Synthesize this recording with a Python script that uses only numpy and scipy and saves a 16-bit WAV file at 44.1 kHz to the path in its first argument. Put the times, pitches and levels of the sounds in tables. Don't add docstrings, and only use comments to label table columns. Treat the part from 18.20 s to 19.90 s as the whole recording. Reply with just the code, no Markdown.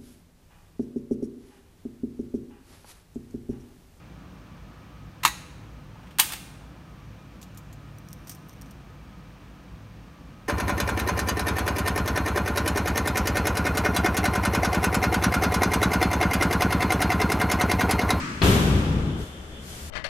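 import sys
import numpy as np
from scipy import signal
from scipy.fft import rfft, irfft, next_fast_len
from scipy.io import wavfile
from scipy.ndimage import map_coordinates

SR = 44100
rng = np.random.default_rng(int(sys.argv[2]) if len(sys.argv) > 2 else 0)


def digitize_waveform(pressure):
    field = np.atleast_2d(pressure).T
    bounded = np.clip(field, -1, 1)
    quanta = np.round(bounded * 32767).astype(np.int16)
    wavfile.write(sys.argv[1], SR, quanta)


N = 74970
HIT_S = 0.2172


def amp(db):
    return 10 ** (np.asarray(db) / 20)


def unit_rms(x):
    return x / np.sqrt(np.mean(x ** 2) + 1e-20)


def curve_at(points, hz):
    freqs, values = np.transpose(points)
    return np.interp(np.log(hz + 1), np.log(freqs + 1), values)


def since(start_s):
    return np.maximum(np.arange(N) / SR - start_s, 0)


def pan(db):
    return amp(np.array([[1], [-1]]) * db / 2)


def filtered(x, response):
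    size = next_fast_len(N + SR // 2)
    return irfft(rfft(x, size) * response(np.fft.rfftfreq(size, 1 / SR)), size)[..., :N]


def split(x, edge_hz):
    low = filtered(x, lambda hz: 1 / (1 + (hz / edge_hz) ** 4))
    return low, x - low


def decay(t, t60_s):
    return np.exp(-np.log(1000) * t / t60_s)


def ringing(modes, t):
    return sum(amp(db) * np.sin(2 * np.pi * (hz * t + rng.random())) * decay(t, t60_s)
               for hz, db, t60_s in modes)


# freq_hz, correlation
MIC_CORRELATION = [(60, 1), (150, 1), (350, 0.87), (700, 0.58), (1300, -0.23), (2600, -0.012),
                   (6000, -0.025), (14000, 0)]

def diffuse_noise(response):
    def mid_side_gains(hz):
        angle = np.arccos(np.clip(curve_at(MIC_CORRELATION, hz), -1, 1)) / 2
        return response(hz) * np.array([np.cos(angle), np.sin(angle)])

    mid, side = filtered(rng.standard_normal((2, N)), mid_side_gains)
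    return unit_rms(np.array([mid + side, mid - side]))


def coloured_noise(spectrum):
    return diffuse_noise(lambda hz: amp(curve_at(spectrum, hz)))


# centre_hz, width_hz, level_db
WHIRR_BANDS = [(3130, 520, -60), (3510, 93, -64)]

def whirr():
    t = since(0)
    waver_db, wavers_per_s, growth_db_per_s = 2.5, 14.4, 4
    bands = sum(amp(db) * diffuse_noise(lambda hz: 1 / (1 + (2 * (hz - centre_hz) / width_hz) ** 2))
                for centre_hz, width_hz, db in WHIRR_BANDS)
    waver = map_coordinates(rng.standard_normal(size=64), [t * wavers_per_s], mode="wrap")
    return bands * amp(waver_db * waver + growth_db_per_s * t)


# freq_hz, relative_db
AIR_SPECTRUM = [(20, -6.5), (45, 1), (72, 3.5), (100, -6), (170, -2), (280, -10), (600, -14), (1000, -23),
                (1350, -17.5), (2000, -21.5), (4500, -30), (8000, -30.5), (14000, -41.5)]

def room_tone(air_db=-41, hum_hz=74.6, hum_db=-45.5):
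    hum = np.sqrt(2) * amp(hum_db) * np.sin(2 * np.pi * hum_hz * since(0))
    return amp(air_db) * coloured_noise(AIR_SPECTRUM) + hum


# start_s, rise_s, hold_s, fall_s, level_db
HISS_SWELLS = [(0.957, 0.048, .02, 0.16, -49), (1.39, .11, 0.15, 0.22, -43.5)]
# freq_hz, relative_db
HISS_SPECTRUM = [(300, -13), (1200, 1), (2500, -1.5), (4200, 0), (7000, 0.5), (10000, -1), (14000, -6)]

def hiss():
    level = sum(amp(db) * np.interp(since(0), start + np.cumsum([0, rise, hold, fall]), [0, 1, 1, 0])
                for start, rise, hold, fall, db in HISS_SWELLS)
    return level * coloured_noise(HISS_SPECTRUM)


# freq_hz, relative_db
KNOCK_SPECTRUM = [(40, -14), (95, -14), (140, 1.5), (280, -0.5), (430, -13.5), (720, -29.5), (900, -13),
                  (1240, -4.5), (2600, -14), (3700, -23), (4600, -21), (8000, -28), (14000, -50)]

def earlier_ring(start_db=-29, fall_db_per_s=38):
    return coloured_noise(KNOCK_SPECTRUM) * amp(start_db - fall_db_per_s * since(0))


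# freq_hz, relative_db
REVERB_SPECTRUM = [(20, -15), (30, -4.5), (45, -19), (65, -4), (160, 1), (260, -4), (430, -8), (600, -15.5),
                   (1250, -15), (1900, -20), (3400, -18), (3950, -22.5), (4300, -25), (6000, -26.5),
                   (10000, -29), (14000, -29)]
# freq_hz, t60_s
REVERB_TIMES = [(60, 4.8), (200, 3.47), (500, 2.4), (1200, 2.34), (3000, 1.72), (6000, 1.545),
                (13000, 0.95)]

def reverberation(level_db=-15.5):
    hz, frame_s, spectra = signal.stft(coloured_noise(REVERB_SPECTRUM), SR, nperseg=512)
    fade = decay(np.maximum(frame_s - HIT_S, 0), curve_at(REVERB_TIMES, hz)[:, None])
    _, tail = signal.istft(spectra * fade, SR, nperseg=512)
    return amp(level_db) * tail[:, :N]


# pitch_hz, level_db, t60_s
STANDING_WAVES = [(63.93, -22.5, 4.8), (92.5, -22.5, 3.26), (122.2, -32, 2.1), (147, -27.5, 3.8),
                  (177.4, -28.5, 2.3), (290.7, -31, 2.6), (389.5, -32.5, 2.74), (414, -28.5, 1.74),
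                  (469, -33, 2.13), (538.5, -37, 1.9), (895, -41, 0.96), (1173, -40.5, 2.2),
                  (1359, -43, 2.7)]

def hall_boom():
    t = since(HIT_S)
    bloom_s, middle_rise_s, treble_rise_s = 0.019, 0.0093, 0.034
    body, treble = split(reverberation(), edge_hz=5000)
    bass, middle = split(body, edge_hz=600)
    boom = (bass + ringing(STANDING_WAVES, t)) * (1 - np.exp(-(t / bloom_s) ** 2))
    middle = middle * (1 - np.exp(-t / middle_rise_s))
    treble = treble * (1 - np.exp(-t / treble_rise_s))
    treble = treble * pan(db=7 * np.exp(-t / 0.16))
    return pan(db=2.5) * (boom + middle + treble)


def surge(hall, crest_s=0.28, period_s=0.261, depth_db=3):
    bass, rest = split(hall, edge_hz=109)
    beat = np.cos(2 * np.pi * (since(0) - crest_s) / period_s)
    return rest + bass * amp(depth_db * beat)


def cut_out(hall, start_s=1.035, fade_s=0.019, bass_db=-29, treble_db=-3):
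    progress = np.clip(since(start_s) / fade_s, 0, 1)
    bass, treble = split(hall, edge_hz=410)
    return bass * amp(bass_db * progress) + treble * amp(treble_db * progress)


# pitch_hz, level_db, t60_s
CLACK_MODES = [(312, -30, 0.059), (413, -20.5, 0.094), (1171, -29.5, 0.085), (2570, -24.5, 0.037),
               (2990, -31.5, 0.08), (3370, -24, 0.05), (4157, -21, 0.044), (4450, -23.5, 0.019),
               (4870, -30, 0.016)]

def impact(arrival_s, push_db=-16, push_s=0.0008, crack_db=-19.5, rise_s=0.0011):
    t = since(arrival_s)
    push_age = t / push_s
    push = -2 * amp(push_db) * push_age * (2 - push_age) * np.exp(-push_age)
    clack = ringing(CLACK_MODES, t)
    dull_noise, _ = split(rng.standard_normal((2, N)), edge_hz=3500)
    crack = amp(crack_db) * unit_rms(dull_noise) * decay(t, t60_s=0.053)
    return push + (clack + crack) * (1 - np.exp(-t / rise_s))


# delay_s, level_db
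WALL_ECHOES = [(.0065, -6), (0.0268, -9), (.0335, -17), (0.063, -24), (0.076, -12)]

def ball():
    direct = impact(HIT_S)
    echoes = sum(amp(db) * impact(HIT_S + delay_s) for delay_s, db in WALL_ECHOES)
    return pan(db=5.5) * (direct + echoes)


def scene():
    strike = ball() + cut_out(surge(hall_boom()))
    background = earlier_ring() + whirr() + room_tone() + hiss()
    return strike + pan(db=2.5) * background


def record(dry):
    return filtered(dry, lambda hz: hz < 14250)


dry = scene()
out = record(dry)
digitize_waveform(out)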